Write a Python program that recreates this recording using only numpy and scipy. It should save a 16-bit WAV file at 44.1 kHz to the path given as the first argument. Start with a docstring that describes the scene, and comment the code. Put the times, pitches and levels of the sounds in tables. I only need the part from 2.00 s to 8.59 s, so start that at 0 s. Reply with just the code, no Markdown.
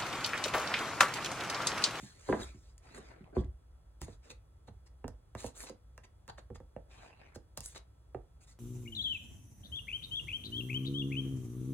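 """In a small furnished room, a vinyl record is drawn from its card jacket and paper sleeve, close by.
Card rasps and paper hisses as they slide: noise made of many tiny clicks, shaped by each rub.
Fizzing, ticks and a short squeak join in. Knocks on the jacket and taps on the disc are bending waves,
quick falling chirps. Rumble, soft air and a faint whine lie underneath."""
import sys
import numpy as np
from scipy import signal
from scipy.fft import rfft, irfft, next_fast_len
from scipy.io import wavfile
from scipy.ndimage import uniform_filter1d

SR = 44100
rng = np.random.default_rng(int(sys.argv[2]) if len(sys.argv) > 2 else 0)


def wav_record(signal):
    """Record a signal, one row per channel, as 16-bit PCM in the file named by sys.argv[1]."""
    frames = np.transpose(np.atleast_2d(signal))
    bounded = np.clip(frames, -1, 1)
    # unit amplitude maps onto the largest positive 16-bit level
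    quanta = np.round(bounded * 32767).astype(np.int16)
    wavfile.write(sys.argv[1], SR, quanta)


N = 290602
TIME = np.arange(N) / SR  # seconds

# Sliding strokes of the disc and its sleeves.
# Each row: start in seconds, length in seconds, card rasp in relative dB, paper hiss in relative dB.
STROKES = [(0, 0.059, -55, -59.5), (0.082, 0.083, -59.5, -69), (0.204, 0.1, -61, -68),
           (0.289, 0.12, -51.5, -63.5), (0.409, 0.036, -58, -59.5), (0.439, 0.07, -58, -67),
           (0.55, 0.15, -70, -76), (0.843, 0.11, -61.5, -75.5), (0.953, 0.029, -49.5, -64.5),
           (0.98, 0.14, -59.5, -76.5), (1.362, 0.049, -59.5, -72), (2.019, 0.029, -53.5, -56),
           (2.073, 0.071, -61.5, -72), (2.246, 0.078, -62.5, -73.5), (2.304, 0.012, -48, -58.5),
           (3.391, 0.088, -55.5, -56.5), (3.569, 0.076, -55.5, -55.5), (3.671, 0.024, -51.5, -63),
           (4.928, 0.14, -62.5, -73), (5.352, 0.011, -55.5, -61.5), (5.576, 0.006, -46, -54),
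           (5.635, 0.092, -65, -61.5), (5.639, 0.017, -77, -51.5), (5.757, 0.019, -54.5, -59),
           (6.416, 0.03, -66, -69), (6.481, 0.046, -64, -67.5)]
# Brief scuffs of the disc's rim on paper.
# Each row: start in seconds, card rasp in relative dB, paper hiss in relative dB.
SCUFFS = [(2.677, -59.5, -73.5), (2.865, -66, -72.5), (4.041, -53.5, -71), (4.29, -43.5, -65.5),
          (4.382, -50, -68), (4.553, -57.5, -66)]
# The paper snags and lets go with a snap.
# Each row: start in seconds, card rasp in relative dB, paper hiss in relative dB.
SNAGS = [(0.78, -62, -55.5), (.948, -54, -71), (1.242, -45, -81), (1.445, -51, -67.5), (3.4047, -51, -50),
         (3.4637, -44, -42), (3.6045, -43, -42.5), (3.668, -35.5, -59), (3.696, -48, -50),
         (5.6595, -52, -36.5), (5.7605, -36, -61), (5.7785, -50, -50)]
# The jacket's panels flex and rub on each other.
# Each row: start in seconds, length in seconds, level in relative dB.
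PANEL_FLEXES = [(.288, .012, -38), (.325, .02, -36), (.4, .02, -43), (.45, .08, -68), (.93, .35, -64),
                (1.335, .03, -52), (1.368, .012, -42), (4.87, .04, -67)]
# Spectra of card, paper and panels. Each row: frequency in Hz, level in relative dB.
RASP_SPECTRUM = [(100, -25), (250, -0.5), (520, -1.5), (900, -5), (1900, -3), (3000, -6.5), (3750, 0),
                 (4500, 0), (6500, -6), (16000, -63)]
HISS_SPECTRUM = [(1500, -12), (3000, -11), (3900, -11.5), (5200, -4.5), (6600, 9), (8200, 4.5), (10500, 0),
                 (12000, -6), (14000, -12.5), (16000, -13.5)]
FLEX_SPECTRUM = [(90, 2.5), (200, 6.5), (420, 5), (750, 0), (1000, -14.5), (1350, -5), (2000, -25),
                 (3200, -31), (8000, -73)]
# The disc glides along the card; the rasp ends at an edge that rises with its speed.
# Each row: time in seconds, edge in Hz, level in relative dB.
GLIDE_PATH = [(.8, 2000, -75), (.86, 2200, -65.5), (.935, 2220, -64.5), (.965, 1930, -61),
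              (1.01, 2450, -64.5), (1.1, 2400, -62), (1.27, 2310, -70.5), (1.38, 1890, -86),
              (4.86, 2600, -100), (4.91, 2840, -65), (5.09, 3080, -61.5), (5.17, 2550, -68.5),
              (5.23, 2930, -61.5), (5.36, 2280, -71.5)]
# Spectrum of the glide. Each row: multiple of the edge frequency, level in relative dB.
GLIDE_SHAPE = [(.08, -4.5), (.24, 3), (.72, -4.5), (.95, -0.5), (1.17, -15.5), (1.6, -15.5), (5, -43)]
# The thin edge of the paper fizzes at the height of a fast stroke.
# Each row: start in seconds, length in seconds, level in relative dB.
FIZZES = [(0.96, 0.029, -60.5), (3.432, 0.049, -59.5), (3.594, 0.053, -54.5), (5.658, 0.03, -51)]
# Spectrum of the fizz. Each row: frequency in Hz, level in relative dB.
FIZZ_SPECTRUM = [(5000, -17), (9500, 8), (12500, 0), (15000, -26)]
# The disc's rim catches and slips in a run of separate ticks.
# Each row: start in seconds, length in seconds, level in relative dB.
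JUDDERS = [(0.397, 0.02, -54), (3.406, 0.053, -56.5), (3.612, 0.081, -60), (5.754, 0.019, -54.5)]
# Spectrum of those ticks. Each row: frequency in Hz, level in relative dB.
JUDDER_SPECTRUM = [(200, -6), (750, 0), (1050, 6), (1400, -1.5), (2300, -2), (7500, -7.5), (16000, -37)]
# Vinyl squeaks briefly on paper. Each row: time in seconds, pitch in Hz, level in relative dB.
SQUEAK_PATH = [(0.414, 4000, -53), (0.427, 3850, -50), (0.432, 3830, -46), (0.433, 3340, -52),
               (.444, 3300, -64)]
# Knocks on the jacket, then taps on the disc.
# Each row: time in seconds, knock in relative dB, contact time in seconds, thump in relative dB,
# click in relative dB, travel time at 100 Hz in seconds, tone of the struck spot in Hz, tone in relative dB.
KNOCKS = [(.025, -45.5, 0.0062, -58, -82, 0.011, 213, -11), (.2878, -29, 0.0017, -32, -66, .016, 420, -14),
          (.2938, -25.5, 0.0018, -43, -61, 0.021, 470, -1), (.3248, -24.5, 0.0012, -40, -32, 0.03, 435, -5),
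          (.417, -49, 0.003, -37, -48, .015, 288, -1), (.543, -55, 0.004, -42, -69, 0.012, 211, -17),
          (.978, -49, 0.0013, -69, -71, 0.017, 400, 2), (1.204, -49, 0.0051, -72, -91, .012, 208, -21),
          (1.3665, -29, 0.002, -26, -66, 0.0079, 730, 6),
          (1.373, -31.5, 0.0044, -29, -80, 0.01218, 308, -9),
          (1.436, -49.5, 0.0057, -36, -62, .018, 65.5, 12.5)]
TAPS = [(2.0165, -46, 0.00089, -35.5, -47, .014, 320, 13), (2.081, -44.5, 0.002, -40, -76, 0.016, 646, -11),
        (2.315, -65.5, 0.0015, -50, -68, 0.024, 486, 15.5), (2.681, -50, 0.0014, -40.5, -80, .03, 650, -10),
        (3.0425, -39.5, 0.0013, -35.5, -74, .019, 284, 12.5),
        (3.0802, -45, 0.0012, -40, -52.5, .016, 504, 3), (3.351, -38, 0.0012, -40, -58, .01, 780, -30),
        (3.443, -38, 0.0016, -39.5, -56, 0.018, 880, -7), (3.637, -48.5, 0.0013, -61, -63, 0.019, 506, -15),
        (3.696, -48, 0.0022, -75, -69, 0.033, 517, 10), (3.978, -50, 0.00074, -76, -60, 0.026, 1000, -22),
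        (4.279, -53, 0.0006, -44, -57.5, 0.026, 523, 9), (4.382, -52, 0.00077, -74, -84, 0.019, 590, 7),
        (4.502, -46.5, 0.002, -36.5, -83, 0.027, 374, 1.5), (4.556, -52, 0.00088, -48, -83, 0.019, 523, -2),
        (4.602, -51, 0.0017, -45.5, -79, 0.017, 270, -2),
        (4.764, -45.5, 0.0013, -39.5, -78, 0.0066, 570, 5),
        (5.359, -44, 0.0018, -41.5, -59, 0.017, 300, -20),
        (5.575, -45, 0.0011, -38.5, -40, 0.015, 1060, 2.5),
        (5.606, -59, 0.0011, -46.5, -44.5, 0.021, 496, 7), (6.1465, -37, 0.0019, -37.5, -76, .02, 770, 1.5)]
# Resonances of jacket and disc.
# Each row: frequency in Hz, width in Hz, level in dB relative to the broad response.
JACKET_MODES = [(68.5, 19, 8), (121, 68, 4), (200, 77, 5.5), (290.6, 26, 8.5), (364, 21, 13), (490, 27, 0),
                (1004, 35, 9.5), (1130, 14, 9), (1620, 74, 10.5), (2000, 32, 8)]
DISC_MODES = [(84, 79, -1), (219, 124, 5), (483, 34, 3), (926, 22, -7.5), (1780, 230, -2.5), (2730, 45, 10)]
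# Click of a struck edge. Each row: frequency in Hz, level in relative dB.
CARD_CLICK = [(200, -47), (700, -28), (1900, 2.5), (5500, -40.5)]
VINYL_CLICK = [(400, -52), (1900, -22.5), (5500, 6.5)]
# The left port hears less of the disc below the treble. Each row: frequency in Hz, left minus right in dB.
DISC_BALANCE = [(100, -2), (600, -4), (850, -5), (1300, -2.5), (4000, 0)]
# Room decay. Each row: frequency in Hz, time to fall by 60 dB in seconds.
ROOM_T60 = [(80, 0.17), (400, 0.25), (1500, 0.25), (8000, 0.13)]
# Spectra of the background. Each row: frequency in Hz, level in relative dB.
AIR_SPECTRUM = [(100, 11), (170, -9), (300, -4), (600, -7), (1000, -11), (1400, -14.5), (2200, -23),
                (3500, -26), (5000, -25.5), (9000, -30), (11300, -21), (12500, -39.5), (16000, -56)]
RUMBLE_SPECTRUM = [(18, -27), (32, -17.5), (48, -0.5), (60, 3), (80, -11), (115, -11), (170, -20.5),
                   (400, -57.5)]
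# A faint whine in the room. Each row: frequency in Hz, level in relative dB.
WHINE = [(1320, -90), (3400, -93.5)]
# How alike noise is at the two microphone ports. Each row: frequency in Hz, likeness from 0 to 1.
LIKENESS = [(100, 0.99), (400, 0.26), (1000, 0.035), (2500, 0.082), (5000, 0.84), (8000, 1), (16000, 1)]
# Loudness between the ports. Each row: frequency in Hz, left minus right in dB.
PORT_BALANCE = [(60, 0), (150, -1), (300, 0.4), (700, 0.2), (1500, -0.6), (4000, 0), (10000, 0.1)]
# Phase between the ports. Each row: frequency in Hz, lead of the left in radians.
PORT_PHASE = [(0, 0), (700, -.3), (1700, 0), (5000, 3.1), (8200, 6.3), (12000, 9.4), (15500, 12.5),
              (22050, 17.5)]

# Longer rubs start and stop more gently: a fixed time in seconds plus a share of the length.
ATTACK_S, ATTACK_SHARE = 0.0034, 0.16
RELEASE_S, RELEASE_SHARE = 0.0017, 0.18
SAG_DB = 0.5  # drop over a rub as the hand slows a little
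SCUFF_S, SNAG_S = 0.012, 0.0024  # scuff length and snag decay time, in seconds
# Bare card rasps dully: the top of the rasp opens only as the paper's hiss joins in.
DULL_HZ, OPEN_DB = 2620, -9
TONE_Q = 6  # sharpness of a struck spot's tone
AIR_DB, RUMBLE_DB = -65, -59.5  # background levels, relative dB
CUTOFF_HZ = 16000  # top of the recorded range


def sliding():
    """Strokes, scuffs and snags drive the dull rasp of card and the bright hiss of paper; panels flex."""
    touches = [(rub(s, length), levels_db) for s, length, *levels_db in STROKES]
    touches += [(rub(s, SCUFF_S), levels_db) for s, *levels_db in SCUFFS]
    touches += [(snap(s), levels_db) for s, *levels_db in SNAGS]
    rasp = sum(from_db(rasp_db) * touch for touch, (rasp_db, _) in touches)
    hiss = sum(from_db(hiss_db) * touch for touch, (_, hiss_db) in touches)
    card = friction(RASP_SPECTRUM, slips_per_s=9000, size_db=1.0, judder_db=1.0, patchy_db=4.5)
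    paper = friction(HISS_SPECTRUM, slips_per_s=13000, size_db=-8.0, judder_db=1.05, patchy_db=1.5)
    panels = friction(FLEX_SPECTRUM, slips_per_s=1800, size_db=0.5, judder_db=2.5, patchy_db=3.0)
    dull = filtered(card, lambda hz: 1 / (1 + (hz / DULL_HZ) ** 8))
    openness = hiss / (hiss + from_db(OPEN_DB) * rasp)
    card = dull + (card - dull) * openness
    return rasp * card + hiss * paper + sum_of_rubs(PANEL_FLEXES) * panels


def glide():
    """Grainy friction of the disc on card; the whole spectrum slides with the speed."""
    size = 512  # samples per short stretch of sound
    overlap = size * 3 // 4
    flat = [(1, 0)]
    grains = friction(flat, slips_per_s=1400, size_db=2.0, judder_db=1.5, patchy_db=4.0)
    hz, s, cells = signal.stft(grains, SR, nperseg=size, noverlap=overlap)
    path_s, path_hz, _ = np.transpose(GLIDE_PATH)
    edge_hz = np.interp(s, path_s, path_hz)
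    cells = cells * from_db(at_hz(GLIDE_SHAPE, hz[:, None] / edge_hz))
    rasp = signal.istft(cells, nperseg=size, noverlap=overlap)[1][:, :N]
    return level(GLIDE_PATH, axis=2) * rms_one(rasp)


def fizz():
    """The edge of the paper gives fine, very bright grains of friction."""
    grains = friction(FIZZ_SPECTRUM, slips_per_s=2900, size_db=1.0, judder_db=-1.0, patchy_db=7.0)
    return grains * sum_of_rubs(FIZZES)


def judder():
    """Stick and slip of the rim: sharp ticks a few milliseconds apart, uneven in spacing and size."""
    gaps_s = rng.uniform(.001, .009, size=N // 40)
    at = (np.cumsum(gaps_s) * SR).astype(int)
    ticks = np.zeros((2, N))
    ticks[:, at[at < N]] = 1
    signs = rng.choice([-1, 1], size=(2, N))
    sizes = from_db(3 * rng.standard_normal(N))
    return coloured(ticks * signs * sizes, JUDDER_SPECTRUM) * sum_of_rubs(JUDDERS)


def squeak():
    """For a moment the slips lock into an unsteady falling tone."""
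    s, pitch_hz, _ = np.transpose(SQUEAK_PATH)
    pitch = np.interp(TIME, s, pitch_hz) * (1 + 0.0125 * drift(rate=180))
    tone = np.sin(2 * np.pi * np.cumsum(pitch) / SR)
    return np.sqrt(2) * level(SQUEAK_PATH, axis=2) * tone


def friction(spectrum, slips_per_s, size_db, judder_db, patchy_db):
    """Fibres catch and slip in tiny clicks of uneven size, in clumps."""
    sizes = from_db(size_db * np.minimum(rng.exponential(1, N), 4))
    slipping = rng.random(N) < slips_per_s / SR
    slips = rng.standard_normal((2, N)) * sizes * slipping
    sheet = patches(coloured(slips, spectrum), patchy_db, shift_per_s=35)
    return rms_one(sheet * from_db(judder_db * drift(rate=80)))


def patches(x, depth_db, shift_per_s):
    """As the contact moves over the sheet, narrow stretches of its spectrum swell and fade on their own."""
    size = 512  # samples per short stretch of sound
    overlap = size * 3 // 4
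    _, _, cells = signal.stft(x, nperseg=size, noverlap=overlap)
    field = rng.standard_normal(cells.shape[1:])
    frames = max(2, round(4 * SR / size / shift_per_s))
    for _ in range(2):
        field = uniform_filter1d(field, size=4, axis=0)  # smooth across frequency
        field = uniform_filter1d(field, frames, axis=1)  # smooth across time
    cells = cells * from_db(depth_db * rms_one(field))
    return signal.istft(cells, nperseg=size, noverlap=overlap)[1][:, :N]


def rub(start, length):
    """One rub as gain over time: it swells, holds with a slight sag, and dies."""
    t = TIME - start
    early = np.maximum(-t, 0) / (ATTACK_S + ATTACK_SHARE * length)
    late = np.maximum(t - length, 0) / (RELEASE_S + RELEASE_SHARE * length)
    sag = from_db(-SAG_DB * np.clip(t / length, 0, 1))
    return np.exp(-np.minimum(early ** 2 + late, 20)) * sag


def sum_of_rubs(rows):
    """Gain over time of all the rubs in a table of start, length and dB."""
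    return sum(from_db(db) * rub(s, length) for s, length, db in rows)


def snap(start):
    """A snag letting go, as gain over time: sudden, then dying."""
    t = TIME - start
    return (t >= 0) * np.exp(-np.clip(t / SNAG_S, 0, 20))


def strikes(rows, modes, click, softness, thump_hz, dispersion, echo_db, echo_path,
            scatter_db, scatter_s, pan_db, gain_db):
    """Bending waves: highs arrive first, lows glide in later; the spot rings, the edges send it back."""
    size = 2 ** 15  # samples per blow
    lead = SR // 100  # room kept ahead of each blow, in samples
    hz = np.maximum(np.fft.rfftfreq(size, 1 / SR), 1)
    t = TIME[:size]
    body = 1 + sum(from_db(db) * resonance(hz, f, width) for f, width, db in modes)
    radiated = 1 / (1 + (42 / hz) ** 2) / np.sqrt(hz * (1 + (hz / 11500) ** 6))
    apart = hz / (hz + 1100)  # the ports differ more towards the treble
    out = np.zeros((2, N + size))
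    for s, knock_db, contact_s, thump_db, click_db, glide_s, tone_hz, tone_db in rows:
        travel_s = glide_s * (100 / np.maximum(hz, 45)) ** dispersion
        phase = 2 * np.pi * np.cumsum(travel_s) * SR / size
        # every spot that is struck has its own paths by way of the edges
        paths = 1 + (echo_path - 1) * rng.uniform(.15, 1, size=3)
        echoes = np.exp(-1j * phase * paths[:, None]).sum(axis=0) / (1 + hz / 4500)
        wave = np.exp(-1j * phase) + from_db(echo_db) * echoes
        force = blow(hz, knock_db, contact_s, thump_db, click_db, click, softness, thump_hz)
        contact = causal(force * radiated) * from_db(gain_db) * SR
        spot = 1 + from_db(tone_db) * resonance(hz, tone_hz, tone_hz / TONE_Q)
        # later reflections blur into a short scatter, different at each port
        scatter = rng.standard_normal((2, size)) * from_db(-60 * t / scatter_s)
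        mid, side = rfft(scatter / np.linalg.norm(scatter[0]))
        scatter = from_db(scatter_db) * (mid + apart * side * [[1], [-1]]) / (1 + hz / 7000)
        sound = irfft(contact * body * spot * (wave + scatter))
        start = max(round(s * SR) - lead, 0)
        out[:, start:start + size] += np.roll(sound, lead, axis=1)
    return out[:, :N] * from_db(pan_db) ** [[.5], [-.5]]


def blow(hz, knock_db, contact_s, thump_db, click_db, click, softness, thump_hz):
    """Spectrum of a blow: a knock, brighter for a shorter contact, the hand's thump and the edge's click."""
    cycles = hz * contact_s
    knock = from_db(knock_db) * 2 * cycles ** 1.5 / (1 + cycles ** softness)
    thump = from_db(thump_db) / (1 + (hz / thump_hz) ** 4)
    edge = from_db(click_db + at_hz(click, hz))
    return np.sqrt(knock ** 2 + thump ** 2 + edge ** 2)


def resonance(hz, centre, width):
    """Something that rings most strongly at one pitch; its response is 1 at the top."""
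    return 1 / (1 + 1j * (hz ** 2 - centre ** 2) / (hz * width))


def causal(gain):
    """Give these gains the phase that lets nothing sound early (minimum phase)."""
    cepstrum = irfft(np.log(gain + 1e-12))
    half = len(cepstrum) // 2
    folded = np.r_[cepstrum[0], 2 * cepstrum[1:half], cepstrum[half]]
    return np.exp(rfft(folded, len(cepstrum)))


def room(x, wet_db, first_s):
    """Diffuse reflections die away octave by octave; the bass stays alike on both sides."""
    t, tail = TIME[:SR // 2], 0
    for hz in 62.5 * 2. ** np.arange(8):
        band = signal.butter(2, [hz / np.sqrt(2), hz * np.sqrt(2)], "band", fs=SR, output="sos")
        mid, side = signal.sosfilt(band, rng.standard_normal((2, len(t))))
        apart = hz / (hz + 450)
        fade = from_db(-60 * t / at_hz(ROOM_T60, hz))
        tail = tail + (mid + apart * side * [[1], [-1]]) / np.hypot(1, apart) * fade
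    tail = tail * np.clip(t / first_s - 1, 0, 1)  # silent until the first reflections
    tail = tail * from_db(wet_db) / np.linalg.norm(tail[0])
    return x + signal.fftconvolve(x, tail, axes=1)[:, :N]


def background():
    """Low rumble and soft air are shaped noise; the faint whine is sine tones with a slight wobble."""
    rumble = from_db(RUMBLE_DB) * coloured(rng.standard_normal((2, N)), RUMBLE_SPECTRUM)
    air = from_db(AIR_DB) * coloured(rng.standard_normal((2, N)), AIR_SPECTRUM)
    wobbly_time = np.cumsum(1 + 0.0016 * drift(rate=19)) / SR
    whine = sum(np.sqrt(2) * from_db(db) * np.sin(2 * np.pi * hz * wobbly_time) for hz, db in WHINE)
    return rumble + air + whine


def coloured(pair, spectrum):
    """Two unrelated excitations become a partly alike stereo sound of the given spectrum; rms 1."""
    def alike(hz):
        return np.clip(at_hz(LIKENESS, hz), 0, 1)
    mid = filtered(pair[0], lambda hz: from_db(at_hz(spectrum, hz)) * np.sqrt(1 + alike(hz)))
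    side = filtered(pair[1], lambda hz: from_db(at_hz(spectrum, hz)) * np.sqrt(1 - alike(hz)))
    return rms_one(np.array([mid + side, mid - side]))


def drift(rate):
    """Smooth random wander of spread 1, faster for a higher rate."""
    r = np.exp(-80 * np.pi * rate / SR)
    # one value per 40 samples; the first 2000 let the filter settle
    slow = signal.lfilter([1], [1, -2 * r, r * r], rng.standard_normal(N // 40 + 2002))[2000:]
    return np.interp(np.arange(N) / 40, np.arange(len(slow)), rms_one(slow))


def filtered(x, response):
    """Pass x through a response given as a function of Hz."""
    size = next_fast_len(N + SR // 4)
    return irfft(rfft(x, size) * response(np.fft.rfftfreq(size, 1 / SR)), size)[..., :N]


def level(rows, axis):
    """Gain over time from a dB column, practically silent outside its rows."""
    rows = np.array(rows)
    return from_db(np.interp(TIME, rows[:, 0], rows[:, axis], left=-150, right=-150))


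def at_hz(points, hz):
    """Read a table along a log-frequency axis."""
    knots, values = np.transpose(points)
    return np.interp(np.log(hz + 1e-9), np.log(knots), values)


def from_db(db):
    """Decibels to gain."""
    return 10 ** (np.asarray(db) / 20)


def rms_one(x):
    """Scale to unit rms."""
    return x / np.sqrt(np.mean(x ** 2) + 1e-20)


def scene():
    """Sliding, knocks and taps in the room, over the background."""
    rubs = sliding() + glide() + fizz() + judder() + squeak()
    jacket = strikes(KNOCKS, JACKET_MODES, CARD_CLICK, softness=4.12, thump_hz=95, dispersion=.9,
                     echo_db=-8.5, echo_path=4.0, scatter_db=-8.0, scatter_s=0.16,
                     pan_db=-1.5, gain_db=-33.0)
    disc = strikes(TAPS, DISC_MODES, VINYL_CLICK, softness=3.65, thump_hz=125, dispersion=1.05,
                   echo_db=-9.0, echo_path=3.2, scatter_db=-4.0, scatter_s=0.048,
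                   pan_db=-0.5, gain_db=-32.0)
    disc = filtered(disc, lambda hz: from_db(at_hz(DISC_BALANCE, hz)) ** [[.5], [-.5]])
    rubs = room(rubs, wet_db=-12.0, first_s=0.0028)
    blows = room(jacket + disc, wet_db=-13.0, first_s=0.0034)
    return rubs + blows + background()


def record(dry):
    """Two spaced ports differ in phase and slightly in loudness by pitch; lowest and highest ends are cut."""
    def ports(hz):
        turn = np.interp(hz, *np.transpose(PORT_PHASE))
        balance = from_db(at_hz(PORT_BALANCE, hz)) ** [[.5], [-.5]]
        return balance * np.exp(1j * turn * [[.5], [-.5]])
    low_cut = signal.butter(5, 37, "high", fs=SR, output="sos")  # 37 Hz
    dry = signal.sosfilt(low_cut, dry)
    return filtered(dry, lambda hz: ports(hz) / np.sqrt(1 + (hz / CUTOFF_HZ) ** 120))


dry = scene()
out = record(dry)
wav_record(out)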